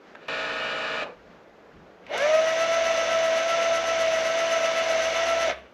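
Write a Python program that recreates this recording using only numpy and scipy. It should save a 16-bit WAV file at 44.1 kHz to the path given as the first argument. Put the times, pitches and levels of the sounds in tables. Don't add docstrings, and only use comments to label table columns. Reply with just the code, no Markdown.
import sys
import numpy as np
from scipy import signal
from scipy.fft import rfft, irfft
from scipy.io import wavfile
from scipy.ndimage import uniform_filter1d

SR = 44100
rng = np.random.default_rng(int(sys.argv[2]) if len(sys.argv) > 2 else 0)


def log_audio(samples):
    frames = np.atleast_2d(samples).T
    limited = np.clip(frames, -1, 1)
    pcm = np.round(limited * 32767).astype(np.int16)
    wavfile.write(sys.argv[1], SR, pcm)


def level_to_linear(level):
    exponent = np.asarray(level, float) / 20
    return 10 ** exponent


N = 252867
T = np.arange(N) / SR

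# f/Hz, level/dB per Hz
YARD_SPECTRUM = [(15, -49), (25, -15), (93, -18.5), (141, -18.5), (176, -7.5), (214, -10), (348, -7.5),
                 (444, -4.5), (567, -5), (924, -14.5), (1540, -16.5), (1660, -18.5), (6660, -41),
                 (8500, -56), (11000, -89), (18700, -120)]
# t/s, width/s, wind lift/dB, leaf lift/dB
GUSTS = [
    (.07, 0.081, 0, 5),
    (1.2, 0.16, 5, 2),
    (1.78, 0.05, 9, 1),
    (2.07, 0.033, 7, 2),
]
YARD_LEVEL_DB, WIND_DB, CALM_DB, RUSTLE_DB = -44, 1, -4, 1
ECHO_T60_S, ECHO_DB = 0.25, -14.5

# start t/s, peak t/s, end t/s, level/dB
HUM_SWELLS = [
    (2.53, 2.9, 3.46, -57),
    (3.5, 3.98, 4.4, -56),
    (4.37, 4.47, 4.62, -62),
    (4.68, 4.85, 5.2, -60),
    (4.9, 5.47, 5.71, -53),
]

# t/s, peak level/dB,
# f/Hz, t60/s, noise share (0-1)
CLICKS = [(.1511, -27.5, 1520, 0.0086, 0.37), (.1511, -34, 3000, .006, 0.34),
          (0.1548, -26, 1630, 0.01, 0.47), (0.1552, -36, 3600, .006, 0.38), (.1705, -40, 500, .01, 0),
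          (1.022, -24.5, 583, 0.098, 0.3), (1.056, -36, 700, .12, .3), (1.064, -31.5, 870, 0.14, 0.55),
          (1.092, -31, 500, .11, 0.19), (2.0658, -37.5, 2600, .025, 1), (2.108, -25, 587, 0.23, 0.17),
          (2.094, -61, 11100, 0.008, 1), (2.175, -43, 11000, .05, 0.65), (2.178, -30.5, 6240, 0.034, 1),
          (5.482, -23, 590, 0.065, 0), (5.5, -19.5, 684, 0.086, 0.16), (5.497, -26, 2170, .09, 0.2)]

# order (times shaft rate), level/dB
BUZZ_ORDERS = [(1, -64), (2.6, -59), (4, -57), (5, -53), (7.6, -51), (8, -47), (9, -47), (10, -50),
               (11, -40), (12, -51), (13.8, -51), (15, -49), (19, -54), (21, -52), (22, -47), (23, -52),
               (25, -41), (28, -47), (29, -48), (30, -48), (31, -43), (32, -48), (39, -50), (41, -43),
               (43, -54), (45, -48), (50, -52), (51, -48), (60, -52), (65, -51)]
# f/Hz, level/dB per Hz
BUZZ_BODY = [(24, -55), (40, -32), (288, -15.5), (350, -18), (643, -5.5), (744, -15), (949, -12),
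             (1440, -10.5), (2120, -15.5), (2340, -14), (3900, -16.5), (7170, -37.5), (11400, -57),
             (13500, -68)]
# f/Hz, width/Hz, lift/dB
BUZZ_MODES = [(530, 220, 0.5), (1240, 140, 4.5), (1727, 100, 7), (2330, 94, 8), (2525, 47, 15),
              (2840, 120, 7.5), (3380, 80, -12), (3600, 80, -0.5), (4640, 77, 3), (7080, 230, 5.5),
              (2240, 160, 0), (3300, 130, 0.5)]
BUZZ_HZ, BUZZ_SAG_HZ_S, BUZZ_COAST_HZ_S = 58.3, .3, 160
FAINT_FROM_S, FAINT_DB, FAINT_RISE_DB_S = 0.23, -54, 152
LOUD_FROM_S, BUZZ_OFF_S, BUZZ_STOP_S = .283, 1.015, 1.137
BUZZ_DB, BUZZ_LOW_DB = -32.5, -35
BUZZ_DROP_S, BUZZ_DROP_DB_S = 1.0334, 800
BUZZ_TAIL_DB, BUZZ_TAIL_DB_S, BUZZ_LOW_TAIL_DB = -15, 116, -1.5

# order (times shaft rate), level/dB, throb depth at the wheel rate
WHINE_ORDERS = [(2, -61, 0), (3, -64, .2), (3.8, -55, 0), (5, -53, 0), (8, -52, -.2), (9, -48, -.2),
                (11, -50, -.2), (12, -50, 0), (15, -52, -.5), (16.2, -52, 0), (22, -54, .4), (25, -51, .3),
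                (26, -56, .4), (29, -51, .3), (30, -42.5, .75), (33, -52, .4), (40, -48, .6), (45, -53, .3),
                (50, -57, .3), (60, -61, .3), (87, -64, .3), (95, -60, .3)]
# f/Hz, level/dB per Hz
WHINE_BODY = [(24, -68), (40, -44.5), (405, -24.5), (593, -13.5), (664, -6.5), (850, -24), (1220, -20.5),
              (1330, -12), (1420, -20), (2000, -15.5), (4900, -25.5), (6140, -23.5), (8600, -49),
              (11200, -106), (18900, -120)]
# f/Hz, width/Hz, lift/dB
WHINE_MODES = [(503, 53, 3.5), (590, 520, 3), (978, 180, 6), (1540, 99, 4), (1942, 104, 1.5),
               (2190, 170, 5), (2720, 290, 2.5), (2928, 127, 6), (3504, 126, 6), (3770, 52, 3.5),
               (6156, 102, 9), (5720, 150, 5.5)]
# f/Hz, level/dB per Hz
TOOTH_HISS = [(3820, -26), (6500, -15.5), (6680, -9.5), (8090, -12), (8960, -18.5), (10900, -10.5),
              (12900, -23.5), (13600, -42)]
# f/Hz, level/dB
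MESH_RESPONSE = [(310, -55), (430, -41), (540, -35), (578, -21), (600, -24.5), (639, -21.5), (648, -25),
                 (670, -26.5)]
# f/Hz, level/dB
OCTAVE_RESPONSE = [(500, -52), (625, -29.5), (810, -23.5), (1110, -46.5), (1190, -38), (1260, -37.5),
                   (1305, -40.5), (1338, -32.5)]
# times per screw turn, shaft speed change/Hz, lag/rad
SCREW_DRAG = [(1, .27, .03), (2, .57, .91), (4, .3, -.11)]
TEETH, GEAR_RATIO, GEAR_HIGH_SPOT_S = 10, .1189, 2.742
SCREW_TURN_S, SCREW_MARK_S = 1.705, 3.55
START_S, SPIN_HZ_S, KNEE_S, SETTLE_S = 1.998, 285, 2.17, .09
FULL_HZ, SAG_HZ_S = 65.96, .08
POWER_OFF_S, COAST_S, COAST_HZ_S, CRAWL_HZ = 5.46, 5.468, 320, 38
RATTLE_DB, LOAD_DB_S, FULL_S, RISE_DB_S = -30.5, 0.25, 2.1395, 361
STOP_S, FALL_DB_S, REST_DB, REST_DB_S = 5.512, 516, -15, 97
HISS_DB, HISS_LOAD_DB_S, HISS_SPEED_DB = -31, 0.3, 22
MESH_WEAR_DB_S, MESH_SWELL_DB, MESH_LAG = -0.7, 1.15, 1.48
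OCTAVE_SWELL_DB, OCTAVE_LAG = 0.9, 2.9
MESH_OFF_DB_S, OCTAVE_OFF_DB_S = 150, 600


def after(s):
    return np.maximum(T - s, 0)


def before(s):
    return np.maximum(s - T, 0)


def set_rms(x, db):
    return x * level_to_linear(db) / np.sqrt(np.mean(x ** 2))


def band(x, low_hz, high_hz):
    edges = [low_hz, min(high_hz, .45 * SR)]
    return signal.sosfilt(signal.butter(2, edges, "band", fs=SR, output="sos"), x)


def walk(rate):
    k = int(SR / rate)
    steps = np.repeat(rng.standard_normal(N // k + 1), k)
    return 1.3 * uniform_filter1d(uniform_filter1d(steps, k), k)[:N]


def lift_db(hz, modes):
    return sum(db / (1 + (2 * (hz - f) / w) ** 2) for f, w, db in modes)


def colour(x, spectrum, modes=()):
    size = 8192
    hz = np.maximum(np.arange(size // 2 + 1) * SR / size, 1)
    f, db = np.transpose(spectrum)
    gain_db = np.interp(np.log(hz), np.log(f), db) + lift_db(hz, modes)
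    cepstrum = irfft(gain_db * np.log(10) / 20)
    cepstrum[1:size // 2] *= 2
    cepstrum[size // 2 + 1:] = 0
    return signal.fftconvolve(x, irfft(np.exp(rfft(cepstrum))))[:N]


def passed_db(hz, response):
    f, db = np.transpose(response)
    return np.interp(np.log(hz), np.log(f), db)


def yard():
    db = YARD_LEVEL_DB - 35 * before(0.11)
    gusts = sum(np.outer(lift, np.exp(-((T - s) / width) ** 2)) for s, width, *lift in GUSTS)
    wind_db = np.where(T < LOUD_FROM_S, CALM_DB, WIND_DB) + gusts[0]
    rustle_db = RUSTLE_DB + gusts[1]
    flicker = level_to_linear(.8 * walk(14))
    air = set_rms(colour(rng.standard_normal(N) * flicker, YARD_SPECTRUM), -7)
    wind = band(air, 15, 230) * (level_to_linear(wind_db + 1.5 * walk(7)) - 1)
    rustle = band(air, 900, 12000) * (level_to_linear(rustle_db) - 1)
    return (air + wind + rustle) * level_to_linear(db)


def frame():
    hz = np.where(T < COAST_S, whine_hz(), FULL_HZ + 1)
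    size = sum(level_to_linear(db) * np.sin(np.interp(T, [start, peak, end], [0, np.pi / 2, np.pi]))
               for start, peak, end, db in HUM_SWELLS)
    return np.sqrt(2) * size * np.sin(2 * np.pi * np.cumsum(hz) / SR)


def clicks():
    out, t = np.zeros(N), T[:4096]
    for s, db, hz, t60, share in CLICKS:
        burst = set_rms(band(rng.standard_normal(len(t)), 0.5 * hz, 1.1 * hz), -1)
        ring = (1 - share) * np.sin(2 * np.pi * hz * t) + share * burst
        onset = np.minimum(t / (.5 / hz), 1)
        i = int(s * SR)
        out[i:i + len(t)] += level_to_linear(db) * ring * np.exp(-np.log(1000) * t / t60) * onset
    return out


def shaft_line(order, shaft_hz, turn, modes, flutter_db, slip, rate):
    grid = np.linspace(0, shaft_hz.max(), 500)
    lift = 0 * grid + lift_db(order * grid, modes)
    passing_db = np.interp(shaft_hz, grid, lift) - lift_db(order * grid[-1], modes)
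    phase = order * turn + slip * walk(rate) + 2 * np.pi * rng.random()
    return np.sqrt(2) * level_to_linear(passing_db + flutter_db * walk(rate)) * np.sin(phase)


def grit(turn, beats, scatter_db, repeat):
    gate = sum(db * np.cos(order * turn) for order, db in beats)
    size = np.minimum(rng.exponential(size=N), 5)
    flaws = np.diff(rng.standard_normal(641))
    alike = flaws[(turn / (2 * np.pi) % 1 * len(flaws)).astype(int)]
    repeat = np.clip(repeat, 0, 1)
    loose = rng.standard_normal(N) * level_to_linear(scatter_db * (size - 0.5))
    return (np.sqrt(1 - repeat) * loose + np.sqrt(repeat) * alike) * level_to_linear(gate)


def buzz_db(hold_db, tail_db):
    faint = FAINT_DB - FAINT_RISE_DB_S * before(FAINT_FROM_S)
    off_s = after(BUZZ_DROP_S)
    coast = np.maximum(-BUZZ_DROP_DB_S * off_s, tail_db - BUZZ_TAIL_DB_S * off_s)
    return np.where(T < LOUD_FROM_S, faint, hold_db + coast - 900 * after(BUZZ_STOP_S))


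def buzz():
    run_down_hz = np.minimum(BUZZ_COAST_HZ_S * after(BUZZ_OFF_S), 22)
    shaft_hz = BUZZ_HZ - BUZZ_SAG_HZ_S * after(LOUD_FROM_S) - run_down_hz
    turn = 2 * np.pi * np.cumsum(shaft_hz) / SR
    high_db = buzz_db(BUZZ_DB, BUZZ_TAIL_DB)
    low_db = buzz_db(BUZZ_LOW_DB, BUZZ_LOW_TAIL_DB)
    lines = sum(level_to_linear(db) * shaft_line(order, shaft_hz, turn, BUZZ_MODES, flutter_db=1.3, slip=.15, rate=9)
                for order, db in BUZZ_ORDERS)
    lines = lines * level_to_linear(33.0 + 60 * np.log10(shaft_hz / shaft_hz.max()))
    beats = [(1, 0.29), (5, 1.8), (9, 0.59), (10, .6)]  # (shaft order, dB)
    rattle = colour(grit(turn, beats, scatter_db=1.5, repeat=0.45), BUZZ_BODY, BUZZ_MODES)
    sound = np.array([lines, set_rms(rattle, -0.6)])
    low = signal.sosfiltfilt(signal.butter(2, 950, fs=SR, output="sos"), sound)
    return low * level_to_linear(low_db + 2.0) + (sound - low) * level_to_linear(high_db)


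def screw():
    return 2 * np.pi * (T - SCREW_MARK_S) / SCREW_TURN_S


def whine_hz():
    drag = sum(hz * np.cos(k * screw() - lag) for k, hz, lag in SCREW_DRAG)
    run = FULL_HZ - SAG_HZ_S * (T - SCREW_MARK_S) + drag
    short = (run - SPIN_HZ_S * (KNEE_S - START_S)) * np.exp(-after(KNEE_S) / SETTLE_S)
    up = np.maximum(np.where(T < KNEE_S, SPIN_HZ_S * (T - START_S), run - short), 10)
    return np.where(T < COAST_S, up, np.maximum(up - COAST_HZ_S * after(COAST_S), CRAWL_HZ))


def whine_db(shaft_hz):
    fall = np.maximum(-FALL_DB_S * after(STOP_S), REST_DB - REST_DB_S * after(STOP_S))
    load_s = T - SCREW_MARK_S
    rattle = RATTLE_DB + LOAD_DB_S * load_s - RISE_DB_S * before(FULL_S) + fall
    hiss = rattle + HISS_DB + HISS_LOAD_DB_S * load_s + HISS_SPEED_DB * np.log10(shaft_hz / FULL_HZ)
    still = -RISE_DB_S * before(FULL_S - .04)
    off_s = after(POWER_OFF_S)
    mesh = passed_db(TEETH * shaft_hz, MESH_RESPONSE) + still - MESH_OFF_DB_S * off_s
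    mesh = mesh + MESH_WEAR_DB_S * load_s + MESH_SWELL_DB * np.cos(4 * screw() - MESH_LAG)
    octave = passed_db(2 * TEETH * shaft_hz, OCTAVE_RESPONSE) + still - OCTAVE_OFF_DB_S * off_s
    octave = octave + OCTAVE_SWELL_DB * np.cos(2 * screw() - OCTAVE_LAG)
    octave = octave + 2.2 * walk(70) * (T < KNEE_S + SETTLE_S)
    return rattle, mesh, octave, hiss


def whine_tones(shaft_hz, turn, wheel, bright_db, rattle_db, mesh_db, octave_db):
    throb = 1 + 0.024 * np.cos(2 * wheel + 1.18) + 0.19 * np.cos(3 * wheel + 0.4)
    mesh = shaft_line(TEETH, shaft_hz, turn, (), flutter_db=0.34, slip=0.066, rate=49)
    tones = level_to_linear(mesh_db) * throb * mesh
    throb = 1 + 0.58 * np.cos(wheel - .55) + 0.22 * np.cos(2 * wheel - 2.8)
    octave = shaft_line(2 * TEETH, shaft_hz, turn, (), flutter_db=0.9, slip=0.069, rate=9.8)
    tones = tones + level_to_linear(octave_db) * throb * octave
    pull_db = 5 * np.clip((64.3 - shaft_hz) / 2.5, 0, 1) * (T < POWER_OFF_S)
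    for order, db, depth in WHINE_ORDERS:
        line = shaft_line(order, shaft_hz, turn, WHINE_MODES, flutter_db=0.7, slip=0.29, rate=16)
        effort_db = pull_db * order / 30 if order in (30, 40) else bright_db * order / 60
        load_db = rattle_db + 31 + effort_db
        tones = tones + level_to_linear(db + load_db) * (1 + depth * np.cos(wheel - .3)) * line
    return tones


def whine():
    shaft_hz = whine_hz()
    turn = 2 * np.pi * np.cumsum(shaft_hz) / SR
    wheel = GEAR_RATIO * (turn - np.interp(GEAR_HIGH_SPOT_S, T, turn))
    rattle_db, mesh_db, octave_db, hiss_db = whine_db(shaft_hz)
    bright_db = 45 * np.log10(shaft_hz / shaft_hz.max())
    tones = whine_tones(shaft_hz, turn, wheel, bright_db, rattle_db, mesh_db, octave_db)
    beats = [(1, 0.37), (5, 1.0), (10, 0.46)]  # (shaft order, dB)
    swell_db = 0.28 * np.cos(wheel) + 0.49 * np.cos(2 * wheel + .3) + 0.46 * walk(12)
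    impacts = grit(turn, beats, scatter_db=2.0, repeat=0.13) * level_to_linear(swell_db)
    rattle = set_rms(colour(impacts, WHINE_BODY, WHINE_MODES), 1.99)
    rub_db = 4.1 * np.cos(wheel) + 1.3 * np.cos(2 * wheel + .5) + 1.3 * walk(45)
    rattle = rattle + band(rattle, 2630, 14000) * (level_to_linear(bright_db + 0.13 * rub_db) - 1)
    hiss = colour(grit(turn, beats, scatter_db=2.0, repeat=0.041) * level_to_linear(rub_db), TOOTH_HISS)
    return np.array([tones, level_to_linear(rattle_db) * rattle + level_to_linear(hiss_db) * set_rms(hiss, 5.5)])


def scene():
    tones, rattle = buzz() + whine()
    near = rattle + clicks()
    t = T[:SR // 2]
    tail = rng.standard_normal(len(t)) * np.exp(-np.log(1000) * t / ECHO_T60_S) * (t > .008)
    tail = band(tail, 360, 3140)
    tail = tail / np.sqrt(np.sum(tail ** 2))
    echo = signal.fftconvolve(near + 0.19 * tones, tail)[:N]
    return (near + tones + frame() + level_to_linear(ECHO_DB) * echo + yard())[None]


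def band_limit(x):
    return signal.sosfilt(signal.butter(12, 13780, fs=SR, output="sos"), x)


def record(dry):
    mix = signal.sosfilt(signal.butter(2, 42, "high", fs=SR, output="sos"), dry)
    mix = mix + level_to_linear(-82) * rng.standard_normal(dry.shape)
    mix = signal.lfilter(*signal.iirnotch(9000, 12, fs=SR), mix)
    mix = signal.lfilter(*signal.iirnotch(9050, 14, fs=SR), mix)
    return band_limit(mix)


dry = scene()
out = record(dry)
log_audio(out)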